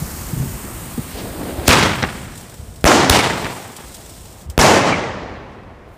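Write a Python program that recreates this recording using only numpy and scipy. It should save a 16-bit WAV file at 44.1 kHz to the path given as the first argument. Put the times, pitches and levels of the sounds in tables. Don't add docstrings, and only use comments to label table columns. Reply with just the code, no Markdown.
import sys
import numpy as np
from scipy import signal
from scipy.fft import rfft, irfft
from scipy.io import wavfile
from scipy.ndimage import uniform_filter1d, minimum_filter1d

SR = 44100
rng = np.random.default_rng(int(sys.argv[2]) if len(sys.argv) > 2 else 0)


def unload_wav(signal):
    wavfile.write(
        sys.argv[1],
        SR,
        np.round(np.clip(np.atleast_2d(signal).T, -1, 1) * 32767).astype(np.int16),
    )


def level_to_linear(level):
    exponent = np.asarray(level, float) / 20
    return 10 ** exponent


N = 263277
TIME = np.arange(N) / SR

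# f/Hz, level/(dB per Hz)
NIGHT_SPECTRUM = [(120, -35.5), (200, -8), (333, -1), (525, -1), (596, -1), (1980, -17.5), (3120, -22.5),
                  (14400, -44), (15500, -44.5)]
# t/s, level/dB
RUMBLE_LEVEL = [(0, -25.5), (.28, -30.5), (.42, -20), (.61, -27), (.85, -30.5), (1.54, -28.5), (2.25, -31),
                (2.55, -42), (2.65, -35), (3.45, -34), (3.66, -55), (3.85, -37.5), (5.25, -33.5),
                (5.97, -40.5)]
# f/Hz, level/(dB per Hz)
RUMBLE_SPECTRUM = [(8.8, -40.5), (15, -5), (32, 7), (87, -0.5), (237, -11), (288, -18), (400, -18),
                   (520, -51.5), (880, -120)]
# t/s, peak/dB, f/Hz
THUDS = [(0.017, -8, 150), (0.329, -6.5, 146), (.371, -7.5, 142), (.395, -7, 123), (.409, -8, 127),
         (0.425, -9, 134), (.454, -20, 132), (.977, -9, 229), (0.987, -9, 140), (1.233, -16, 116),
         (1.427, -19, 129), (1.58, -10, 78), (2.59, -17, 80.5), (2.618, -19, 81), (2.68, -19.5, 86),
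         (4.203, -16, 61), (4.459, -15, 64), (4.487, -9.5, 70)]
# t/s, rise/ms, fall/ms, level/dB, centre f/Hz
RUSHES = [
    (1.12, 30, 33, -44, 2800),
    (1.19, 61, 56, -35.5, 2430),
    (1.674, 9.5, 4, -22.5, 3500),
    (5.53, 30, 39, -58, 2490),
    (5.635, 3, 6, -65, 5500),
    (5.89, 4, 6, -61.5, 6500),
    (5.944, 50, 120, -61.5, 8000),
]
# t/s, peak/dB, centre f/Hz, length/ms
KNOCKS = [
    (.028, -23, 220, 6),
    (.426, -24, 300, 4),
    (.977, -23, 130, 7),
]
# t/s, level/dB
FUSE_LEVEL = [(0, -35.5), (.3, -36.5), (1.62, -41), (2.12, -42.5), (2.83, -51), (3.5, -39.5), (3.75, -46.5),
              (3.97, -43.5), (4.42, -49), (4.455, -54), (4.48, -64), (4.57, -61), (4.62, -89.5)]
# f/Hz, level/(dB per Hz)
FUSE_FRONT = [(1180, -6), (2000, -8.5), (4040, -5.5), (6000, -8.5), (8800, 0.5), (10600, -7.5), (12300, -4),
              (15500, -5)]
# f/Hz, level/(dB per Hz)
FUSE_SIDE = [(1180, -42.5), (2000, -11.5), (3430, -3.5), (4440, -4), (5400, -2), (6300, -4.5), (8220, 0),
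             (10700, -9.5), (14200, -7.5), (15500, -11)]
# t/s, notch f/Hz, share/0-1
BOUNCE = [(0, 3360, .5), (.35, 3800, 0.34), (.7, 4400, 0.3), (1.0, 5230, 0), (1.6, 6500, 0),
          (2.1, 6480, 0.22), (6, 6500, 0.06)]
# t/s, peak/dB
SPITS = [(2.2144, -28), (2.3535, -27), (2.3744, -24), (2.409, -26), (2.4947, -27), (2.54, -29),
         (2.7576, -29), (2.8085, -27), (3.3742, -20.5), (3.5863, -37), (3.7643, -19), (3.9429, -20),
         (4.0936, -28), (4.2544, -30)]
# t/s, peak/dB, length/ms
LAST_SPIT = (4.498, -19, 8)
SPUTTER_DB = [1.6, 3.0]
# f/Hz, level/(dB per Hz)
ROLL_SPECTRA = [
    [(120, -5.5), (200, 3), (427, -9), (463, -11.5), (1050, -12), (3000, -22), (3900, -33), (6600, -120)],
    [(88, -27.5), (150, -0.5), (236, 1.5), (469, -3.5), (718, -7.5), (895, -13), (4000, -28), (5200, -31.5),
     (8800, -120)],
    [(35, -49), (60, -52), (112, -3), (533, -11.5), (756, -13), (910, -11.5), (2780, -17), (8280, -26.5),
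     (15500, -35)],
    [(35, -46.5), (60, -14.5), (226, -3), (351, -3.5), (423, -6.5), (642, -4), (1380, -13), (1870, -14),
     (3670, -20.5), (6410, -20), (15500, -37)],
    [(35, -40), (60, -2.5), (152, -5.5), (259, -4.5), (327, -5), (585, -8), (849, -5.5), (1200, -12),
     (2200, -14.5), (8870, -23), (15500, -36.5)],
    [(35, -44), (60, -11), (139, 1), (305, -0.5), (627, 0), (999, -3), (1480, -10.5), (1740, -9),
     (3670, -16), (6560, -16), (15500, -32)],
]
# f/Hz, extra level/(dB per s)
AGEING = [(60, 3.5), (250, 2), (600, -1.1), (1100, -2.5), (2000, -1), (4000, -14), (6000, -27), (8500, -44),
          (12000, -95), (16000, -110)]
AGEING_PACE = [0.8, 0.8, 0.77, 0.81]
CLUMP_DB = [0.796, 3.2, 3, 0.99, 2.7, 1.1]
# t after blast/s, level/dB
LAUNCH_ROLL = [(.010, -2), (.023, -0.5), (.16, -4.5), (.27, -14), (.4, -19), (.6, -28.5), (1.2, -51.5)]
# t after blast/s, level/dB
BURST_ROLL = [(.010, -13), (.017, -0.5), (.075, 1), (.19, -1), (.235, -6.5), (.325, -4), (.36, -9.5),
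              (.9, -29), (1.4, -41)]
# in the sky/0-1, roll level/dB, walls level/dB, boom level/dB
STRENGTHS = [
    (0, -13, 0, -20.5),
    (1, -12, -2.5, -33),
    (0, -16.5, -6, -32.5),
    (1, -10, -5.5, -36.5),
]
# t after blast/s, peak/dB, f/Hz, length/ms
WHISTLES = [
    (.0355, -5, 5600, 1.2),
    (.350, -17, 2300, 7),
    (.364, -16.5, 2250, 6),
    (.383, -22, 2050, 4),
    (.466, -27, 2000, 9),
]
# t after blast/s, peak/dB, centre f/Hz, length/ms
LAUNCH_WALLS = [(.027, 2, 1800, 1.3), (.032, 2, 1600, 2), (.053, -1, 2505, .9), (.063, -3, 2400, 0.88),
                (.076, -6.5, 1403, 0.78), (.093, 0, 1355, .9), (.117, -8, 1160, 0.98),
                (.130, -12, 1590, .9), (.1465, -1.5, 1730, .9), (.157, -7, 1400, 1.4),
                (.186, -14, 1700, 0.68), (.203, -7, 1100, .9), (.277, -16, 1000, 1.2),
                (.345, -8.5, 145, 15), (.3448, -9.5, 1300, 1.4), (.3488, -6.5, 1780, 1.9),
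                (.3577, -5.5, 990, 4.2), (.3658, -20, 2000, 0.85), (.3683, -7.5, 800, 3.0)]
# t after blast/s, peak/dB, centre f/Hz, length/ms
BURST_WALLS = [
    (.011, 1, 720, 1.4),
    (.02, -7, 835, 1.4),
    (.074, 5, 660, 2),
    (.162, -4, 780, 1.47),
    (.192, -7.5, 760, 1.5),
    (.234, -6.5, 710, 0.91),
    (.30, -11.5, 837, 1.5),
]
# t/s, peak/dB, centre f/Hz, length/ms
GAS = [
    (1.6772, -5, 3500, 2.0),
    (1.6894, -3, 3000, .8),
]
# t/s, ragged gas jet/ms, push/ms, pull/ms, sign of the push
BLASTS = [
    (1.6795, 3.0, .9, 6.5, 1),
    (2.8423, .15, 1.05, 10.6, 1),
    (3.0967, 4.3, 6.2, .4, 1),
    (4.5786, .12, 1.0, 10.8, 1),
]

NIGHT_DB, BLAST_DB = -46, 24
SPIT_MS, SPIT_RISE_MS = 6.2, 2.7
THUD_RING_S, THUD_RISE_S = 0.05, 0.0079
BOUNCE_TOP_HZ = 9000
FAR_ROLL_S, FAR_MURMUR_DB, FAR_ROLL_DB, FAR_SWELL_DB_PER_S = 1.15, -40, -33.5, 8.5
LUMP_RATE_HZ, LUMP_DB = 130, 3.0
BOOM_DB_PER_S, BOOM_LO_HZ, BOOM_HI_HZ = -23, 75, 190
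BRICKS_S, BRICKS_DB = .0108, -3
RAIL, TOP_HZ = .92, 15480


def level(x, db):
    return x * level_to_linear(db) / np.sqrt(np.mean(x ** 2))


def shade(table, hz):
    table_hz, table_db = np.transpose(table)
    return np.interp(np.log(hz), np.log(table_hz), table_db)


def curve(table, since_s=0.):
    return np.interp(TIME - since_s, *np.transpose(table), left=-200)


def power_sum(curves_db):
    return np.sqrt(sum(level_to_linear(c) ** 2 for c in curves_db))


def walk(rate_hz):
    k = max(int(SR / rate_hz), 1)
    held = np.repeat(rng.standard_normal(N // k + 1), k)
    return 0.55 * uniform_filter1d(uniform_filter1d(held, k), k)[:N]


def band(x, lo_hz, hi_hz):
    sos = signal.butter(2, [lo_hz, min(hi_hz, .45 * SR)], "band", fs=SR, output="sos")
    return signal.sosfilt(sos, x)


def coloured(table):
    hz = np.maximum(np.fft.rfftfreq(N, 1 / SR), 1)
    return irfft(rfft(rng.standard_normal(N)) * level_to_linear(shade(table, hz)), N)


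def add(out, s, piece):
    i = int(s * SR)
    out[i:i + len(piece)] += piece[:N - i]


def night():
    return level(coloured(NIGHT_SPECTRUM), NIGHT_DB)


def ground():
    out = level(coloured(RUMBLE_SPECTRUM), 0) * level_to_linear(curve(RUMBLE_LEVEL) + 2.9 * walk(15))
    t = TIME[:6000]
    shape = np.minimum(t / THUD_RISE_S, 1) * np.exp(-np.log(1000) * t / THUD_RING_S)
    for s, db, hz in THUDS:
        ring = np.sin(2 * np.pi * hz * t) + 0.19 * np.sin(2 * np.pi * 2.06 * hz * t)
        add(out, s, level_to_linear(db + 5.5) * ring * shape)
    return out


def rushes():
    out = np.zeros(N)
    for s, rise_ms, fall_ms, db, hz in RUSHES:
        shape = np.exp(-1000 * np.abs(TIME - s) / np.where(TIME < s, rise_ms, fall_ms))
        out += shape * level(band(rng.standard_normal(N), hz / 2.2, hz * 2.2), db)
    return out


def fuses():
    front, side = (coloured(c) for c in (FUSE_FRONT, FUSE_SIDE))
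    front, side = (x / np.std(band(x, 7000, 10000)) for x in (front, side))
    before = TIME < BLASTS[0][0]
    flicker_db = 0.92 * walk(500) + 0.61 * walk(24) + np.where(before, *SPUTTER_DB) * walk(160)
    hiss = np.where(before, front, side) * level_to_linear(flicker_db)
    gain = level_to_linear(curve(FUSE_LEVEL))
    t_ms = 1000 * TIME[:2000]
    for s, db, ms in [(s, db, SPIT_MS) for s, db in SPITS] + [LAST_SPIT]:
        add(gain, s, level_to_linear(db - 14.5) * np.minimum(t_ms / SPIT_RISE_MS, 1) * np.exp(-t_ms / ms))
    s, notch_hz, share = np.transpose(BOUNCE)
    delay_s = .5 / np.interp(TIME, s, notch_hz)
    late = np.interp(TIME - delay_s, TIME, band(hiss, 300, BOUNCE_TOP_HZ))
    return gain * (hiss + np.interp(TIME, s, share) * late) * level_to_linear(-2.0)


def booms():
    fades_db = []
    for b, (_, _, _, db) in zip(BLASTS, STRENGTHS):
        fades_db.append(np.where(TIME > b[0], db + BOOM_DB_PER_S * (TIME - b[0]), -200))
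    return level(band(rng.standard_normal(N), BOOM_LO_HZ, BOOM_HI_HZ), 0) * power_sum(fades_db)


def roll_gain():
    swell_db = FAR_ROLL_DB + FAR_SWELL_DB_PER_S * (TIME - FAR_ROLL_S)
    far_db = np.where(TIME < FAR_ROLL_S, FAR_MURMUR_DB, swell_db)
    rolls_db = [np.where(TIME < BLASTS[0][0], far_db, -200)]
    for b, (sky, db, _, _) in zip(BLASTS, STRENGTHS):
        rolls_db.append(db + curve(BURST_ROLL if sky > .5 else LAUNCH_ROLL, b[0]))
    return power_sum(rolls_db)


def rolls():
    starts = np.array([0, FAR_ROLL_S] + [b[0] for b in BLASTS])
    which = np.searchsorted(starts[1:], TIME)
    age = np.r_[0, 0, AGEING_PACE][which] * (TIME - starts[which])
    launch = (which == 2) | (which == 4)
    clump_db = np.array(CLUMP_DB)[which] * walk(300) + 1.0 * walk(50)
    clump_db = clump_db + LUMP_DB * launch * walk(LUMP_RATE_HZ)
    clumps = rfft(level(rng.standard_normal(N) * level_to_linear(clump_db), 0))
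    per_octave = 4.6
    step = per_octave * np.log2(1 + np.fft.rfftfreq(N, 1 / SR) / 300)
    out, middle = np.zeros(N), np.zeros(N)
    for k in range(1, 28):
        hz = 300 * (2 ** (k / per_octave) - 1)
        young_db = np.array([shade(c, hz) for c in ROLL_SPECTRA])[which]
        gain = level_to_linear(young_db + shade(AGEING, hz) * age)
        window = np.cos(np.pi / 2 * np.clip(step - k, -1, 1)) ** 2
        out += gain * level_to_linear(2.0 * walk(35)) * irfft(clumps * window, N)
        if 400 < hz < 1500:
            middle += gain ** 2 * (hz + 300) * np.log(2) * 2 / per_octave / SR
    return out * roll_gain() / np.sqrt(middle)


def whistles():
    out, t = np.zeros(N), TIME[:2400]
    half_s = t[-1] / 2
    u = t - half_s
    bursts = [b[0] for b, strength in zip(BLASTS, STRENGTHS) if strength[0] > .5]
    for blast_s in bursts:
        for s, db, hz, ms in WHISTLES:
            rough = uniform_filter1d(rng.standard_normal(len(t)), size=int(4 * ms) + 8)
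            uneven = level_to_linear(14 * rough * np.sqrt(ms))
            chirp = np.sin(2 * np.pi * hz * u * (1 - 30 * u / ms))
            tone = uneven * np.exp(-(1000 * u / ms) ** 2) * chirp
            tone = band(band(tone, hz / 1.5, hz * 1.5), hz / 1.5, hz * 1.5)
            add(out, blast_s + s - half_s, level_to_linear(db) * tone)
    return out


def slaps():
    out, t = np.zeros(N), TIME[:2400]
    cracks = [*GAS, *KNOCKS]
    for b, (sky, _, walls_db, _) in zip(BLASTS, STRENGTHS):
        walls = BURST_WALLS if sky > .5 else LAUNCH_WALLS
        cracks += [(b[0] + s, db + walls_db, hz, ms) for s, db, hz, ms in walls]
    for s, db, hz, ms in cracks:
        shock = np.r_[2., rng.standard_normal(len(t) - 1)] * np.exp(-1000 * t / ms)
        crack = band(band(shock, hz / 4, hz * 2.5), hz / 6, hz * 3)
        add(out, s, crack * level_to_linear(db) / np.abs(crack).max())
    return out


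def brick_bounces():
    out, t = np.zeros(N), TIME[:2400]
    ping = np.sin(2 * np.pi * 11000 * t + 1) * np.exp(-t / .00015)
    for b in BLASTS:
        add(out, b[0] + BRICKS_S, level_to_linear(BRICKS_DB) * ping)
    return out


def blasts():
    out = np.zeros(N)
    for s, jet_ms, push_ms, pull_ms, sign in BLASTS:
        jet, push, pull = (int(ms * SR / 1000) for ms in (jet_ms, push_ms, pull_ms))
        ragged = uniform_filter1d(rng.standard_normal(400), size=3)[:jet]
        ragged[-7:] = -1
        add(out, s, sign * np.r_[ragged, np.ones(push), -np.linspace(1, 0, pull) ** 1.3])
    return out * level_to_linear(BLAST_DB)


def scene():
    background = night() + ground() + rushes() + fuses()
    echoes = booms() + rolls() + whistles() + slaps() + brick_bounces()
    return (background + echoes + blasts())[None]


def low_cut(x, hz, q):
    w = 2 * np.pi * hz
    return signal.lfilter(*signal.bilinear([1, 0, 0], [1, w / q, w ** 2], SR), x)


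def band_limit(x):
    return signal.sosfilt(signal.butter(12, 16660, fs=SR, output="sos"), x)


def record(dry):
    x = np.clip(dry, -RAIL, RAIL)
    sag = signal.lfilter(*signal.butter(1, 520, fs=SR), x)
    x = low_cut(low_cut(x - .33 * sag, 62, 1.2), 24, .7)
    x = signal.sosfilt(signal.ellip(10, .2, 36, TOP_HZ, fs=SR, output="sos"), x)
    gain = minimum_filter1d(1 / np.maximum(np.abs(x), 1), size=9, axis=1)
    x = x * uniform_filter1d(gain, size=5, axis=1)
    return band_limit(x)


dry = scene()
out = record(dry)
unload_wav(out)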